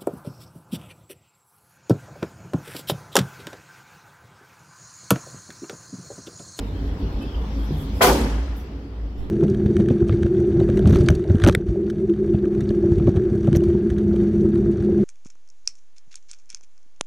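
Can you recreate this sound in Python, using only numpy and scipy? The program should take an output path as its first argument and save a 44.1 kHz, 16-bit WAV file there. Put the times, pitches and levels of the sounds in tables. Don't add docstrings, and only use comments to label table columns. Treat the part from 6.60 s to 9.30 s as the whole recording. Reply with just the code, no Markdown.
import sys
import numpy as np
from scipy import signal
from scipy.fft import rfft, irfft, next_fast_len
from scipy.io import wavfile
from scipy.ndimage import uniform_filter1d, map_coordinates

SR = 44100
rng = np.random.default_rng(int(sys.argv[2]) if len(sys.argv) > 2 else 0)


def transcribe(u):
    v = np.clip(np.atleast_2d(u).T, -1, 1)
    q = np.round(v * 32767).astype(np.int16)
    wavfile.write(sys.argv[1], SR, q)


N = 119070

SHOT_S = 1.405
WINDOW = SR // 10


def shot():
    # f/Hz, level/dB per Hz
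    blast = [(60, -65), (100, -26), (200, -16), (280, -13), (385, -12), (610, -13.5), (810, -13),
             (1000, -14), (1480, -15.5), (1700, -16), (2400, -17.5), (3100, -19.5), (3700, -21.5),
             (5000, -19.5), (7500, -22), (9500, -24.5), (12000, -22), (14000, -24), (15000, -23),
             (15900, -36)]
    # f/Hz, width/Hz, strength/dB (a quarter of it counts)
    hall = [(1770, 71, -24.5), (2000, 50, -4), (2290, 36, -6), (3210, 330, -0.5)]
    # f/Hz, build-up time/s
    build = [(200, 0.051), (350, 0.0022), (1200, 0.0028), (3000, 0.013), (5000, 0.017), (12000, 0.021)]
    # f/Hz, time to fall 60 dB/s
    early_t60 = [(150, 1.2), (300, 0.87), (600, 1), (1500, 0.26), (4000, 0.37), (8000, 0.37), (15000, 0.28)]
    # f/Hz, starting level against the early sound/dB
    late_level = [(150, 7), (400, -14.5), (1000, -11), (3000, -12.5), (8000, -16), (15000, -9.5)]
    # f/Hz, time to fall 60 dB/s
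    late_t60 = [(200, 1.4), (1500, 2.08), (5000, 1.64), (15000, 0.51)]
    # f/Hz, likeness (1 = same, 0 = unrelated)
    shot_alike = [(60, 1), (290, .993), (640, .66), (1410, .08), (3100, .1), (6800, 0)]
    # f/Hz, left minus right/dB
    shot_balance = [(60, -8.5), (180, 0.5), (550, -2), (1650, 3), (4970, 0), (15000, -0.5)]
    # t/s, level against a slap of gain 1/dB, left minus right/dB
    first = [(1.4088, -3, 9), (1.4117, 5, 0), (1.4135, 6, -1.5), (1.4147, -1, -10), (1.416, -7, -3.5)]
    shot_db = -14.5
    build_steep, patch_db = 3, 2
    slap_count, slap_spread_s, slap_db, slap_t60_s = 40, 0.14, 7.5, 0.58

    start = round(SHOT_S * SR)
    noise = rng.standard_normal((2, N))
    hz, t, z = signal.stft(noise, SR, nperseg=128, noverlap=96)
    t = np.maximum(t - SHOT_S, 0)

    def column(points):
        return along(points, hz)[:, None]

    def decaying(decay):
        return signal.istft(z * decay, SR, nperseg=128, noverlap=96)[1][:, :N]

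    z = patchy(z, patch_db) * (1 - np.exp(-(t / column(build)) ** build_steep))
    dense = decaying(amp(-60 * t / column(early_t60)))
    late = decaying(amp(column(late_level) - 60 * t / column(late_t60)))

    when, size, sign = rng.random((2, slap_count, 3)).transpose(2, 0, 1)
    delay = .01 + slap_spread_s * when ** 1.5
    height = np.sign(sign - .5) * (0.14 + size) * amp(-60 * delay / slap_t60_s)
    place = start + (delay * SR).astype(int)
    slaps = np.array([np.bincount(p, h, N) for p, h in zip(place, height)])
    for k, (s, db, pan) in enumerate(first):
        slaps[:, round(s * SR)] += (-1) ** k * amp(db + pan * np.array([.5, -.5]))
    slaps = filtered(slaps, lambda f: 1 / (1 + 1j * f / 2000) ** 3)

    early = filtered(dense + amp(slap_db) * slaps, lambda f: humps(hall, 6, f))
    x = spread(early + late, lambda f: amp(along(blast, f)), shot_alike, shot_balance)
    return amp(shot_db) * x / np.std(x[:, start:start + WINDOW])


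def boom():
    # f/Hz, level/dB, delay after the shot/s, build-up/s, time to fall 60 dB/s
    waves = [(148.4, -27, 0.063, 0.06, 1.2), (207.6, -27.5, 0.055, 0.035, 0.61),
             (225.5, -14.5, .17, 0.025, .4), (262.2, -18.5, 0.19, 0.0373, 0.57), (290, -11.5, .07, .07, .5),
             (329.8, -16, 0.1357, 0.014, 0.22), (384.3, -11.5, .002, 0.032, 0.63),
             (415, -20, 0.00302, 0.012, 0.68), (491.8, -11.5, 0.028, 0.0088, 0.31),
             (558, -17.5, 0.092, 0.019, 0.32), (683, -19, 0.0023, 0.022, 0.42),
             (725, -10, .035, 0.0122, .2), (800, -20.5, 0.0612, 0.017, 0.38), (835, -14, .07, 0.012, .18),
             (910, -25, 0.076, .03, .5), (988, -14.5, .035, 0.0117, 0.19), (1019, -13, 0.0028, .008, 0.2),
             (1189, -25, .015, .02, 0.56), (1310, -26.5, 0.035, .02, .35), (1470, -22, .065, 0.0074, .25),
             (1478, -12.5, 0.00302, 0.005, 0.18), (3100, -25, .011, .004, .12)]
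    waver_db, apart_hz = 1.5, 1700
    phases = rng.random((len(waves), 2))
    sides = np.array([[.5], [-.5]])
    total = 0
    for (hz, db, delay, build, t60), (u, v) in zip(waves, phases):
        turn = u + sides * (v - .5) * (hz / apart_hz) ** 2
        level = db + waver_db * wobble(22)
        total = total + ring(SHOT_S + delay, hz, level, t60, build, turn)
    return total


def bench_knock():
    # f/Hz, level against the knock level/dB, time to fall 60 dB/s
    bench = [(151.8, 0, .55), (202, 2, 0.11), (279, 3.5, 0.056), (337, 2, 0.052)]
    knock_s, knock_db, attack_s = 1.1065, -19, 0.0024
    return sum(ring(knock_s, hz, knock_db + db, t60, attack_s) for hz, db, t60 in bench)


def rustling():
    # peak t/s, level before the brightness tilt/dB, rise/s, fall/s, left minus right/dB,
    # brightness/dB per octave
    rustles = [(.08, -65.5, 0.081, 0.025, 0, -5.5), (.28, -67, 0.036, 0.024, 0, -2.5),
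               (.4, -62, 0.011, .015, 0, -6), (.53, -65.5, 0.011, 0.017, 0, 0),
               (.628, -56.5, 0.012, .012, -3, -3.5), (1.0, -64.5, 0.062, .03, -2.5, 0),
               (1.05, -56.5, 0.033, 0.027, -2, -2), (1.13, -62, 0.02, 0.02, -2, 4),
               (1.18, -54.5, .03, 0.034, -3.5, 0.5), (1.222, -51, 0.021, 0.026, -6, 2.5),
               (1.37, -53.5, 0.026, 0.13, -7, -3), (1.975, -48, 0.014, 0.048, -1.5, 6),
               (2.6, -62.5, .02, 0.052, -3, -10.5)]
    # f/Hz, level/dB per Hz
    cloth_colour = [(3500, -35), (6000, -26), (7000, -6.5), (7960, -7.5), (9900, -12), (11000, -1.5),
                    (11800, 1), (13600, -9.5), (15000, -6.5), (15900, -14.5)]
    roundness, grain_db = 1.2, 1
    t = np.arange(N) / SR
    grain = rng.standard_normal((2, N)) * amp(grain_db * wobble(600))
    cloth = unit(filtered(grain, lambda f: amp(along(cloth_colour, f)) / (1 + (4500 / (f + 1)) ** 4)))
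    total = 0
    for s, db, rise, fall, pan, bright_db in rustles:
        swell = np.exp(-(np.abs(t - s) / np.where(t < s, rise, fall)) ** roundness)
        tilted = filtered(cloth, lambda f: amp(bright_db * np.log2((f + 1) / 11500)))
        total = total + amp(db + pan * np.array([[.5], [-.5]])) * swell * tilted
    return total


def metal_ticks():
    # t/s, f/Hz, level before roughening/dB, time to fall 60 dB/s
    ticks = [(0.609, 3050, -39.5, 0.1), (.612, 2575, -41, 0.074), (0.625, 2620, -36, 0.12),
             (.628, 3060, -41, 0.075), (.622, 10300, -53, .05), (.624, 11250, -58, .06),
             (.675, 3220, -47.5, 0.29), (0.741, 3070, -39, 0.1), (.746, 2750, -43, .08),
             (.995, 3260, -47, 0.57), (1.926, 12150, -60, .4), (1.965, 11900, -46, 0.12),
             (1.995, 5880, -47, .15), (2.572, 12260, -61, 0.34), (2.581, 5440, -48, 0.15)]
    rings = sum(ring(s, hz, db, t60, 0.0026) for s, hz, db, t60 in ticks)
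    return rings * np.array([0.7 + 0.45 * wobble(500), 0.65 + .45 * wobble(500)])


def ventilation():
    # f/Hz, level/dB per Hz
    air_colour = [(15, -59), (25, -10), (38, -15), (59, -17), (80, -1.5), (100, -9), (115, -17), (151, -16),
                  (178, -22.5), (271, -14.5), (332, -20), (421, -19.5), (642, -30), (771, -32), (2000, -41),
                  (2600, -46), (4400, -120)]
    # f/Hz, width/Hz, strength/dB (a quarter of it counts)
    duct = [(153, 29, -7.5), (202.1, 27, 10), (278.3, 10, 11), (390, 13, -23.5)]
    # t/s, level before a lift of 4.5 dB/dB
    hiss_level = [(0, -52.5), (.36, -52), (.89, -50), (1.37, -49), (2.0, -51.5), (2.3, -53.5), (2.7, -54)]
    # f/Hz, level/dB per Hz
    hiss_colour = [(800, 7.5), (1700, -2), (2300, -7), (3100, 0.5), (3700, -3.5), (4800, -6.5),
                   (5600, -7.5), (6500, -15.5), (8500, -22), (10000, -25), (12500, -22), (15800, -23.5)]
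    # t/s, f before the random waver/Hz,
    # level before a lift of 5 dB and a waver/dB
    hum_path = [(0.0, 48.2, -33), (0.08, 52, -30.5), (0.16, 53.6, -38), (0.19, 52.6, -28.5),
                (0.34, 52.5, -28.5), (0.38, 53.2, -59), (0.44, 53.2, -21.5), (0.53, 55.5, -38),
                (0.558, 54, -24), (0.59, 54.3, -25), (0.62, 53.2, -55), (0.669, 52.9, -23),
                (0.72, 53.1, -48.5), (0.76, 54.4, -23), (0.83, 53.6, -26), (0.88, 52.5, -32.5),
                (1.01, 54.1, -22.5), (1.13, 54.4, -33), (1.179, 57.6, -24.5), (1.219, 56.3, -54),
                (1.252, 54.3, -32.5), (1.37, 55.1, -25), (1.439, 58.26, -40), (1.5, 57.6, -19.5),
                (1.54, 55.8, -20), (1.59, 56, -30), (1.63, 55.6, -17.5), (1.69, 54, -26),
                (1.74, 55.46, -19.5), (1.83, 59.5, -19.5), (1.87, 60.4, -30.5), (1.9, 58.6, -20),
                (2.1, 59.75, -35), (2.141, 60.4, -25.5), (2.26, 53.4, -35.5), (2.46, 53.65, -20.5),
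                (2.49, 54, -28), (2.57, 52.7, -29), (2.6, 51.4, -27.5), (2.7, 54, -33)]
    air_db, hum_pan_db = -30.5, 0.43
    t = np.arange(N) / SR

    air = rush(lambda f: amp(along(air_colour, f)) * humps(duct, 6.34, f), patch_db=1.6)
    air = amp(air_db + 0.34 * wobble(3.7)) * air

    hiss = rush(lambda f: amp(along(hiss_colour, f)) / (1 + (500 / (f + 1)) ** 4), patch_db=3.0)
    hiss = amp(np.interp(t, *np.transpose(hiss_level)) + 4.5) * hiss

    s, hz, db = np.transpose(hum_path)
    pitch = np.interp(t, s, hz) + 3.155 * wobble(15)
    turns = np.cumsum(pitch) / SR + rng.random()
    hum = amp(np.interp(t, s, db) + 5 + 0.69 * wobble(3.4)) * np.sin(2 * np.pi * turns)
    return air + hiss + hum * amp(hum_pan_db * np.outer([1, -1], wobble(3.98)))


def rush(gain, patch_db):
    # f/Hz, likeness (1 = same, 0 = unrelated, below 0 = opposed)
    air_alike = [(60, 1), (130, 0.99), (290, 1), (640, 0.83), (1410, -0.18), (3100, 0.2), (6820, -0.17),
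                 (15000, 0.095)]
    # f/Hz, left minus right/dB
    air_balance = [(60, 0.5), (180, 0.5), (550, -2.5), (1650, 2), (4970, 1), (15000, 0)]
    z = signal.stft(rng.standard_normal((2, N)), nperseg=512)[2]
    z = patchy(z, patch_db)
    pair = signal.istft(z, nperseg=512)[1][:, :N]
    return unit(spread(pair, gain, air_alike, air_balance))


def ring(start_s, hz, db, t60, attack_s, turn=0):
    t = np.maximum(np.arange(N) / SR - start_s, 0)
    fade = amp(db - 60 * t / t60) * (1 - np.exp(-t / attack_s))
    return fade * np.sin(2 * np.pi * (hz * t + turn))


def patchy(z, depth_db):
    field = rng.standard_normal(z.shape[1:])
    field = uniform_filter1d(field, size=4, axis=0)
    field = uniform_filter1d(field, size=14, axis=1)
    return z * amp(depth_db * np.clip(unit(field), -2, 2))


def spread(pair, gain, alike, balance):
    def mix(hz):
        turn = np.arccos(np.clip(along(alike, hz), -1, 1)) / 2
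        return gain(hz) * np.array([np.cos(turn), np.sin(turn)])

    mid, side = filtered(pair, mix)
    stereo = np.array([mid + side, mid - side])
    return filtered(stereo, lambda hz: amp(np.outer([.5, -.5], along(balance, hz))))


def humps(peaks, lift_db, hz):
    return amp(sum(max(lift_db + db / 4, 0) / (1 + (2 * (hz - c) / w) ** 2) for c, w, db in peaks))


def filtered(x, response):
    m = next_fast_len(N + SR // 2)
    return irfft(rfft(x, m) * response(np.fft.rfftfreq(m, 1 / SR)), m)[..., :N]


def wobble(rate):
    knots = rng.standard_normal(int(N * rate / SR) + 4)
    return map_coordinates(knots, [np.arange(N) * rate / SR])


def along(points, hz):
    f, v = np.transpose(points)
    return np.interp(np.log(hz + 1), np.log(f + 1), v)


def unit(x):
    return x / np.sqrt(np.mean(x ** 2) + 1e-20)


def amp(db):
    return 10 ** (np.asarray(db) / 20)


def scene():
    handling = bench_knock() + rustling() + metal_ticks()
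    return shot() + boom() + handling + ventilation()


def record(dry):
    duck_from_db, duck_share = -22, 0.96
    attack_s, recover_db_per_s = 0.25, 6.5
    clip_top, clip_hardness, top_hz = .95, 6, 15920
    t = np.arange(N) / SR

    power = signal.fftconvolve(np.mean(dry ** 2, 0), np.ones(WINDOW) / WINDOW)[:N]
    level_db = 10 * np.log10(np.abs(power) + 1e-12)
    over = duck_share * np.maximum(level_db - duck_from_db, 0)
    held = np.maximum.accumulate(over + recover_db_per_s * t) - recover_db_per_s * t
    pole = np.exp(-1 / (attack_s * SR))
    cut_db = signal.lfilter([(1 - pole) ** 2], np.convolve([1, -pole], [1, -pole]), held)

    x = dry * amp(-cut_db)
    x = x / (1 + np.abs(x / clip_top) ** clip_hardness) ** (1 / clip_hardness)
    return filtered(x, lambda hz: hz < top_hz)


dry = scene()
out = record(dry)
transcribe(out)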